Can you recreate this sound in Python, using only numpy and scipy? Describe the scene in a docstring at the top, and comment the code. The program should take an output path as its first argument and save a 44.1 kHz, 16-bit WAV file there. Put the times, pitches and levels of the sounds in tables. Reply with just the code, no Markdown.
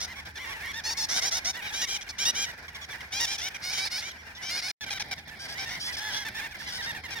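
"""Tern colony on an open shore.

Gull-billed terns chatter in harsh bursts: rasps, ringing notes, keks, hooked nasal notes. Behind them,
farther yelps, the colony's wash and a low rumble. Each note is an arched stack of harmonics, shaped by
the throat and roughened by an unsteady syrinx. A fine crackle rides on loud sound.
After a short silence the scene goes on at a second spot in the colony."""
import sys
import numpy as np
from scipy import signal
from scipy.fft import rfft, irfft, next_fast_len
from scipy.io import wavfile

SR = 44100
rng = np.random.default_rng(int(sys.argv[2]) if len(sys.argv) > 2 else 0)


def output_pcm(signal):
    """Save a mono or channel-first signal as 16-bit PCM at the path in sys.argv[1].

    Samples are clipped to [-1, 1] before scaling.
    """
    pcm = np.clip(np.atleast_2d(signal).T, -1, 1) * 32767
    wavfile.write(sys.argv[1], SR, np.round(pcm).astype(np.int16))


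N = 317520

# wash of countless calls and open air, per spot: freq_hz, relative_db
WASH_FIRST_SPECTRUM = [(65, -26), (110, -2), (450, -7), (872, -0.5), (1170, -8.5), (1620, 6.5),
                       (2210, -1.5), (2400, 3), (2610, -12.5), (3420, -11.5), (4480, -10.5), (5510, -7),
                       (7670, -30.5), (9830, -26), (15500, -73)]
WASH_SECOND_SPECTRUM = [(65, -42), (110, 4.5), (381, -5.5), (531, -5.5), (803, 0.5), (1140, -14.5),
                        (1800, 2.5), (2400, -0.5), (2610, -43), (3210, -6.5), (3870, -8), (5280, -7),
                        (7670, -42), (10000, -22), (15500, -91)]
# far rumble: freq_hz, relative_db
RUMBLE_SPECTRUM = [(20, -40), (35, -16), (48, -6), (64, -6), (76, 3.5), (88, -2.5), (120, -11), (200, -13),
                   (400, -25.5), (900, -59)]
# far rumble: time_s, level_db
RUMBLE_ENVELOPE = [(0, -52.5), (1.3, -54.5), (1.6, -56), (4.3, -57.5), (4.8, -56), (7.2, -53.5)]
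# left-right likeness of the air noise: freq_hz, correlation
AIR_CORRELATION = [(60, 0.99), (150, 0.96), (300, 0.68), (800, 0.64), (2000, 0.067), (8000, .05)]

# four throat resonances at rest: centre_hz
REST_CENTRES_HZ = [820, 2160, 3560, 5500]
# per resonance: half_width_hz
HALF_WIDTHS_HZ = [199, 463, 575, 697]
# per resonance: share of bright_db
BRIGHT_SHARES = [0.24, -0.18, 0.97, 0.98]
# distance leaves mostly the second resonance: gain_db
FAR_GAINS_DB = [-13, 0, -20, -28]
# near birds: voice -> side (-1 left, 1 right), resonances (centre_hz, gain_db)
NEAR_VOICES = {"piercing": (0.19, [(854, -6), (2200, 1), (4350, 6), (5550, 8)]),
               "rasping": (0.36, [(720, -6), (1950, 1), (3750, 2.5), (5600, 9.5)]),
               "ringing": (0.38, [(854, -24.5), (2200, 0.5), (3420, 2.5), (5750, 3.5)]),
               "full": (-0.36, [(854, -11), (2300, 0.5), (3450, 0), (5580, 2.5)]),
               "nasal": (0.1, [(854, -14.5), (2230, -0.5), (4100, -1.5), (5100, 1.5)]),
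               "barking": (-0.44, [(854, -8), (2170, 1), (3650, -3), (5430, -2)]),
               "thin": (-0.93, [(854, -24), (1700, -1), (3400, -0.5), (5080, 3)]),
               "hollow": (0.49, [(854, -9.5), (1700, -0.5), (3400, -2.5), (5400, -5.5)])}
# throat of a yelping bird: centre_hz, gain_db
YELP_RESONANCES = [(854, -25), (2004, 2.5), (3560, -6), (5540, -10)]

# distant calls as a whole: time_s, relative_db
COLONY_ENVELOPE = [(0, -45), (1.6, -37.5), (2.1, -48.5), (2.6, -56), (3.0, -41.5), (4.2, -51), (5.2, -53),
                   (5.6, -42.5), (6.3, -44.5), (7.2, -45.5)]
# alarm rasps: start_s, length_s, pitch_hz, climb_share, gain_db
ALARM_NOTES = [(0.0, .063, 731, .1, -47.5), (1.083, 0.1, 712.5, 0.17, -43),
               (1.158, 0.047, 793, -0.071, -39.5), (1.214, 0.086, 779, 0.18, -42),
               (1.307, .09, 721, .22, -43), (1.443, 0.075, 738.4, 0.18, -43.5)]
# farther yelps: start_s, length_s, top_hz, gain_db, bright_db
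YELP_NOTES = [(0.072, 0.069, 1051, -44, 1), (0.152, 0.063, 1135, -42.5, 1), (0.251, 0.03, 826, -45, 3.5),
              (0.354, 0.036, 878, -41, 5), (0.386, 0.085, 1175, -45, 2), (0.46, 0.086, 1136, -38.5, -1.5),
              (0.598, 0.094, 954, -42.5, -6), (0.646, 0.084, 1138, -40.5, 2), (0.729, 0.083, 930, -39.5, 5),
              (1.53, 0.051, 911, -46, 9.5), (1.618, 0.071, 787, -44.5, 6.5), (1.658, 0.055, 965, -46, 11.5),
              (2.064, .025, 830, -45, -4), (2.45, 0.072, 984, -42, 2), (2.52, 0.067, 870, -58, -15),
              (2.68, 0.02, 1168, -41, 1), (2.745, 0.029, 1158, -42, 6.5), (2.812, 0.045, 1152, -44, 8),
              (2.899, .046, 1160, -43, 7), (3.005, 0.019, 1116, -41.5, 2), (3.499, 0.038, 926, -50.5, -10),
              (4.093, 0.034, 833, -55, 17), (4.18, .05, 1130, -51.5, 1), (4.238, .11, 930, -57, -15),
              (4.364, .07, 1020, -47.5, -10), (4.348, 0.041, 900, -58.5, 18), (4.8, 0.052, 865, -39, 5.5),
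              (4.861, 0.041, 795, -39, 2), (4.94, 0.049, 781, -39.5, 4), (5.177, 0.027, 934, -48, 8),
              (5.274, 0.031, 900, -46, 4), (5.308, 0.054, 897, -50, -20), (5.533, 0.11, 1100, -42.5, -2),
              (5.654, .051, 928, -40.5, 4), (5.69, 0.11, 1078, -43, 0.5), (5.863, 0.074, 995, -42.5, -10),
              (6.247, 0.051, 897, -35, -0.5), (6.343, 0.069, 918, -37, 1.5), (6.38, 0.1, 919, -36.5, -5),
              (6.438, 0.043, 1110, -48, -11), (6.509, .026, 900, -45, 1), (6.545, 0.019, 880, -40, -2),
              (6.6, 0.025, 903, -44, -3), (6.66, 0.046, 1016, -41, 7), (6.78, 0.046, 962, -38.5, 1),
              (6.855, 0.07, 940, -37, 1), (6.945, 0.038, 926, -40, -4.5), (7.036, 0.038, 1055, -41, 2.5),
              (7.154, 0.045, 932, -37.5, 2)]
# ringing notes: start_s, length_s, pitch_hz, climb_share, dip_share, gain_db, bright_db, roughness, voice
RINGING_NOTES = [(0.835, 0.11, 921, 0.11, 0.032, -41.5, 0.5, 0.24, "piercing"),
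                 (0.966, 0.095, 931, -0.046, 0.087, -44, 3, 0.36, "piercing"),
                 (1.723, 0.11, 799, 0.11, 0, -41, 1.5, .4, "ringing"),
                 (1.813, 0.043, 967, 0.039, 0.0023, -35, 2, 0.32, "ringing"),
                 (1.869, .11, 811, -0.055, 0.021, -39, 1, 0.42, "ringing"),
                 (2.181, 0.073, 796, 0.096, 0.001, -36, -0.5, 0.41, "ringing"),
                 (2.248, .066, 962, 0.083, 0.013, -34.5, 5, 0.16, "ringing"),
                 (2.342, 0.12, 805, 0.033, 0.012, -37, 0, 0.32, "ringing"),
                 (3.118, 0.091, 804.6, 0.077, 0, -38, 0.5, 0.38, "full"),
                 (3.194, 0.068, 954, -0.033, 0.0008, -34.5, 2, 0.44, "full"),
                 (3.257, .114, 800.4, 0.0037, 0.0034, -41, 2, 0.43, "full"),
                 (3.31, 0.035, 877, -0.0041, 0.0074, -40, -1, .4, "full"),
                 (3.407, 0.087, 746, 0.14, 0.01, -38.5, -1, 0.41, "full"),
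                 (3.719, 0.091, 794, -0.023, 0.031, -44.5, 3.5, 0.77, "ringing"),
                 (4.011, .092, 765, 0.15, 0.002, -43, -4.5, 0.5, "ringing"),
                 (4.414, 0.11, 778, 0.072, 0.0057, -42.5, -1, .42, "full"),
                 (5.388, 0.088, 807, -0.0079, 0, -44, -2.5, 0.27, "thin"),
                 (5.479, .073, 840, 0.00099, 0.0054, -44.5, -0.5, 0.36, "thin"),
                 (5.573, 0.084, 791, 0.043, 0.0053, -42.5, 1, 0.7, "barking"),
                 (5.678, 0.092, 730, 0.092, 0, -43, 0, 0.52, "barking"),
                 (5.792, .117, 855, .09, 0.018, -46.5, 6, 0.29, "thin"),
                 (5.98, 0.15, 855, -0.021, 0, -40, 1.5, 0.59, "hollow"),
                 (6.114, 0.084, 844, 0.072, 0, -41, 7, 0.6, "hollow"),
                 (6.148, 0.099, 840, -0.017, 0, -41.5, 2, .3, "hollow"),
                 (6.583, 0.083, 698, 0.074, 0.008, -58, 7, 0.54, "thin"),
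                 (6.715, .073, 766, 0.01, 0.0036, -44.5, 1.5, 0.52, "thin")]
# keks: start_s, length_s, pitch_hz, gain_db, bright_db, roughness, voice
KEK_NOTES = [(2.009, .027, 825, -49, 0.5, 0.87, "ringing"),
             (2.088, 0.028, 892, -50.5, 1.5, 0.5, "piercing"), (3.379, 0.036, 853, -46, 1.5, 0.7, "full"),
             (3.543, 0.031, 804, -43, -8.5, 0.66, "ringing"), (4.902, 0.041, 811, -38, 1, 0.6, "barking"),
             (4.996, 0.034, 819, -38.5, 1, 0.73, "barking"), (5.11, .034, 779, -37.5, -1, 0.5, "barking"),
             (5.924, 0.039, 838, -49, 6, 0.28, "thin"), (5.966, .036, 880, -42, 1.5, 0.38, "thin"),
             (6.671, 0.053, 850, -45, -3, 0.68, "thin"), (6.821, 0.05, 799, -44, -2.5, 0.72, "thin"),
             (7.102, .05, 808, -42.5, -1.5, 0.57, "barking")]
# hooked nasal notes: start_s, length_s, pitch_hz, gain_db
NASAL_NOTES = [(3.615, 0.14, 740.6, -39), (3.76, 0.13, 771, -35.5), (3.899, 0.12, 751.6, -38),
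               (4.483, 0.13, 724, -37.5), (4.613, .11, 745.5, -38)]

# bands cancelled by the ground reflection: centre_hz, half_width_hz, gain_db
GROUND_NOTCHES = [(2598, 91, -9), (7650, 210, -8.5)]
# echoes off rough ground: delay_s, gain_db
GROUND_ECHOES = [(.004, -18), (.014, -21), (.035, -25), (.07, -29)]
# microphone colour: freq_hz, left_minus_right_db
MIC_TILT = [(400, 0), (800, -0.5), (1600, -3.5), (2800, 2), (5300, 0), (9000, 1.5), (14000, 0.5)]

SILENCE_START_S, SILENCE_END_S = 4.714, 4.809


def from_db(db):
    return 10 ** (np.asarray(db) / 20)


def rms_one(x):
    return x / np.sqrt(np.mean(x ** 2) + 1e-20)


def in_time(rows):
    return np.interp(np.arange(N) / SR, *np.transpose(rows))


def at_hz(points, hz):
    at, values = np.transpose(points)
    return np.interp(np.log(np.maximum(hz, 1)), np.log(at), values)


def clock(length_s):
    return np.arange(int(max(length_s, .015) * SR)) / SR


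def add(out, sound, start_s):
    at = max(int(start_s * SR), 0)
    part = out[:, at:at + sound.shape[1]]
    part += sound[:, :part.shape[1]]


def wobble(size, rate_hz):
    """Smooth random motion up to about rate_hz; rms 1."""
    padded = next_fast_len(size, real=True)
    hz = np.fft.rfftfreq(padded, 1 / SR)
    return rms_one(irfft(rfft(rng.standard_normal(padded)) / (1 + (hz / rate_hz) ** 4), padded)[:size])


def air_noise(spectrum):
    """Stereo noise, alike on both sides in the bass only; rms 1."""
    hz = np.fft.rfftfreq(N, 1 / SR)
    mid, side = rfft(rng.standard_normal((2, N)))
    alike = at_hz(AIR_CORRELATION, hz)
    pair = np.sqrt(1 + alike) * mid + np.sqrt(1 - alike) * side * [[1], [-1]]
    return rms_one(irfft(pair * from_db(at_hz(spectrum, hz)), N))


def wash():
    """Countless calls blur into fluttering noise; its colour changes at the second spot."""
    first = from_db(-48) * air_noise(WASH_FIRST_SPECTRUM)
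    second = from_db(-48.5) * air_noise(WASH_SECOND_SPECTRUM)
    flutter_db = 3.5 * wobble(N, rate_hz=22)
    return np.where(np.arange(N) / SR > SILENCE_START_S, second, first) * from_db(flutter_db)


def rumble():
    """Far, low noise, drifting in level."""
    return from_db(in_time(RUMBLE_ENVELOPE)) * air_noise(RUMBLE_SPECTRUM)


def throat(hz, centres_hz, gains_db):
    """Gain of four throat resonances and a weak bill resonance, added in power."""
    bill_hz, bill_width_hz, bill_db = 9300, 1150, gains_db[3] - 18
    modes = zip([*centres_hz, bill_hz], [*HALF_WIDTHS_HZ, bill_width_hz], [*gains_db, bill_db])
    power = sum((from_db(db) / (1 + ((hz - centre) / width) ** 2)) ** 2 for centre, width, db in modes)
    return np.sqrt(power)


def note(pitch_hz, centres_hz, gains_db, swell_db, rough, pan_db, lag_ms, harmonics):
    """Harmonics and rasp of a jittering syrinx, coloured by the throat, plus broad hiss."""
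    size = len(pitch_hz)
    t = np.arange(size) / SR
    along = t / t[-1]
    attack = along / (.1 + 1.2 * t[-1])   # long notes open slowly, keks snap
    release = (1 - along) / (.12 + .006 / t[-1])
    opening = np.sin(np.pi / 2 * np.clip(np.minimum(attack, release), 0, 1))

    unsteady = rough + .45 * np.exp(-np.minimum(along, 1 - along) / .09)
    jitter = .023 * unsteady ** 2 * wobble(size, 240) + (.002 + .011 * unsteady) * wobble(size, 70)
    sag = .06 * np.exp(-t[::-1] / .007)   # pressure runs out
    phase = 2 * np.pi * np.cumsum(pitch_hz * (1 + jitter - sag)) / SR
    k = np.arange(1, harmonics + 1)[:, None]
    partial_hz = k * pitch_hz
    partial_phase = k * phase + rng.uniform(0, np.pi, (harmonics, 1))
    partials = np.sqrt(2) * throat(partial_hz, centres_hz, gains_db) * np.exp(1j * partial_phase)

    # the ground reflection favours different harmonics on each side
    lag_rad = np.pi * partial_hz.mean(axis=1) * lag_ms / 1000 * [[1], [-1]]
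    path_gain = from_db(rng.normal(0, 1.6, (2, harmonics)) + [[-.5], [.5]])
    path_rad = rng.normal(0, .45, (2, harmonics)) - lag_rad
    shimmer = 1 + .42 * unsteady * wobble(size, 200)
    voiced = ((path_gain * np.exp(1j * path_rad)) @ partials).imag * shimmer

    # one puff per cycle; the noise opens ahead of the tone and fades after it
    white = rng.standard_normal(size) + 2.64 * rng.standard_normal((2, size))
    puffs = white * (1 + 1.17 * np.cos(phase)) * np.sqrt(SR / 2 / pitch_hz.mean())
    padded = next_fast_len(size, real=True)
    bins_hz = np.fft.rfftfreq(padded, 1 / SR)
    rasp = irfft(rfft(puffs, padded) * throat(bins_hz, centres_hz, gains_db), padded)[:, :size]
    hiss = signal.lfilter([.5], [1, -.64], puffs) * from_db(max(gains_db) - 26.5)
    sound = voiced * opening ** 1.2 + (.24 * unsteady * rasp + .47 * hiss) * opening ** .8
    return sound * from_db(swell_db * (along - 1.5)) * from_db([[pan_db / 2], [-pan_db / 2]])


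def glide(length_s, pitch_hz, climb, dip=0):
    """Near-note pitch: scoop up, steady slope, optional middle dip, final fall."""
    t = clock(length_s)
    from_middle = t / t[-1] - .5
    line = 1 + climb * from_middle - dip * np.exp(-(from_middle / .178) ** 2)
    scoop = .19 * np.exp(-t / length_s / .11)
    fall = .174 * np.exp(-t[::-1] / length_s / .0797)
    return pitch_hz * line * (1 - scoop - fall)


def bird(pitch_hz, side, resonances, gain_db, bright_db, rough, swell_db, harmonics=14):
    """A note placed to one side; brightness lifts the upper throat resonances."""
    centres_hz, shape_db = np.transpose(resonances)
    gains_db = gain_db + shape_db + bright_db * np.array(BRIGHT_SHARES)
    sound = note(pitch_hz, centres_hz, gains_db, swell_db, rough,
                 pan_db=-side, lag_ms=.14 * side, harmonics=harmonics)
    return sound * (pitch_hz / pitch_hz.max()) ** .61   # effort raises pitch and loudness together


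def alarm():
    """Harsh, mostly rising notes of an alarmed bird."""
    out = np.zeros((2, N))
    for start_s, length_s, pitch_hz, climb, gain_db in ALARM_NOTES:
        curve_hz = glide(length_s, pitch_hz, climb)
        sound = bird(curve_hz, *NEAR_VOICES["rasping"], gain_db, bright_db=.5, rough=.595, swell_db=-.1)
        add(out, sound, start_s)
    return out


def colony(count=120):
    """Distant birds call at random; each note is a parabolic arch of pitch."""
    out = np.zeros((2, N))
    for i, (when, length, height, climb, softness, side) in enumerate(rng.random((count, 6))):
        high_hz = 820 + 330 * height
        arch = np.polyfit([0, .6, 1], [.92 - .1982 * climb, 1, .77], 2)
        along = np.linspace(0, 1, int((.035 + .07 * length) * SR))
        gains_db = np.array(FAR_GAINS_DB) - 8 * softness
        sound = note(high_hz * np.polyval(arch, along), REST_CENTRES_HZ, gains_db, swell_db=2, rough=.2,
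                     pan_db=9 * (side - .6), lag_ms=.6 * (side - .5), harmonics=7)
        add(out, sound, (i + when) / count * N / SR)
    return rms_one(out) * from_db(in_time(COLONY_ENVELOPE) - 1.5)


def yelps(climb_per_s=2.9, drop_share=.3604, drop_s=.014):
    """Farther birds, mostly right: each yelp climbs steadily, then drops."""
    out = np.zeros((2, N))
    sides = rng.normal(.5, .54, len(YELP_NOTES))
    for (start_s, length_s, top_hz, gain_db, bright_db), side in zip(YELP_NOTES, sides):
        to_go_s = clock(length_s)[::-1]
        shape = (1 - climb_per_s * to_go_s) * (1 - drop_share * np.exp(-to_go_s / drop_s))
        curve_hz = top_hz * shape / shape.max()
        sound = bird(curve_hz, side, YELP_RESONANCES, gain_db, bright_db, rough=.3, swell_db=3, harmonics=8)
        add(out, sound, start_s)
    return out * from_db(1.24)


def ringing_calls():
    """Loud notes; a long low one often leaps into a short high one."""
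    out = np.zeros((2, N))
    for start_s, length_s, pitch_hz, climb, dip, gain_db, bright_db, rough, voice in RINGING_NOTES:
        curve_hz = glide(length_s, pitch_hz, climb, dip)
        add(out, bird(curve_hz, *NEAR_VOICES[voice], gain_db, bright_db, rough, swell_db=.56), start_s)
    return out


def keks():
    """Short notes that snap open, then sink and fade."""
    out = np.zeros((2, N))
    for start_s, length_s, pitch_hz, gain_db, bright_db, rough, voice in KEK_NOTES:
        curve_hz = glide(length_s, pitch_hz, climb=-.1195)
        add(out, bird(curve_hz, *NEAR_VOICES[voice], gain_db, bright_db, rough, swell_db=-.5), start_s)
    return out


def hooked_calls(rise_share=.17, before_end_s=.029, width_s=.011):
    """A bird ahead holds each nasal note, then flicks it upward."""
    out = np.zeros((2, N))
    for start_s, length_s, pitch_hz, gain_db in NASAL_NOTES:
        to_go_s = clock(length_s)[::-1]
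        hook = 1 + rise_share * np.exp(-((to_go_s - before_end_s) / width_s) ** 2)
        curve_hz = glide(length_s, pitch_hz, climb=.051) * hook
        sound = bird(curve_hz, *NEAR_VOICES["nasal"], gain_db, bright_db=0, rough=.39, swell_db=.6)
        add(out, sound, start_s)
    return out


def ground_notches(x):
    """The ground reflection cancels two narrow bands of every call."""
    hz = np.fft.rfftfreq(N, 1 / SR)
    notch_db = sum(db * np.exp(-((hz - centre) / width) ** 2) for centre, width, db in GROUND_NOTCHES)
    return irfft(rfft(x) * from_db(notch_db), N)


def shore_echoes(x, smear_s=.022, lowpass_hz=4500):
    """Rough ground returns weak, smeared echoes, different on each side."""
    size = int(smear_s * SR)
    response = np.zeros((2, SR // 4))
    for delay_s, gain_db in GROUND_ECHOES:
        smear = rng.standard_normal((2, size)) * np.exp(-np.linspace(0, 3, size))
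        add(response, from_db(gain_db) * rms_one(smear) / np.sqrt(size), delay_s)
    dull = signal.sosfilt(signal.butter(1, lowpass_hz, fs=SR, output="sos"), response)
    return x + signal.fftconvolve(x, dull, axes=1)[:, :N]


def microphones(x):
    """The two microphones differ slightly in colour."""
    balance_db = at_hz(MIC_TILT, np.fft.rfftfreq(N, 1 / SR))
    return irfft(rfft(x) * from_db(balance_db * [[.5], [-.5]]), N)


def scene():
    """Birds near and far over wash and rumble."""
    background = wash() + rumble()
    birds = ringing_calls() + hooked_calls() + alarm() + keks() + yelps() + colony()
    return background + shore_echoes(ground_notches(birds))


def record(dry):
    """Regular crackle riding on the sound, silence between the two spots, steep top cut."""
    tick_hz, tick_depth, cutoff_hz = 163.2, 2.2, 15950
    t = np.arange(N) / SR
    ticks = np.diff(np.floor(t * tick_hz), prepend=0)
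    crackling = microphones(dry) * (1 - tick_depth * ticks)
    gate = np.where((t < SILENCE_START_S) | (t > SILENCE_END_S), 1, from_db(-55))
    lowpass = signal.ellip(12, .1, 80, cutoff_hz, fs=SR, output="sos")
    return signal.sosfilt(lowpass, crackling * gate)


dry = scene()
out = record(dry)
output_pcm(out)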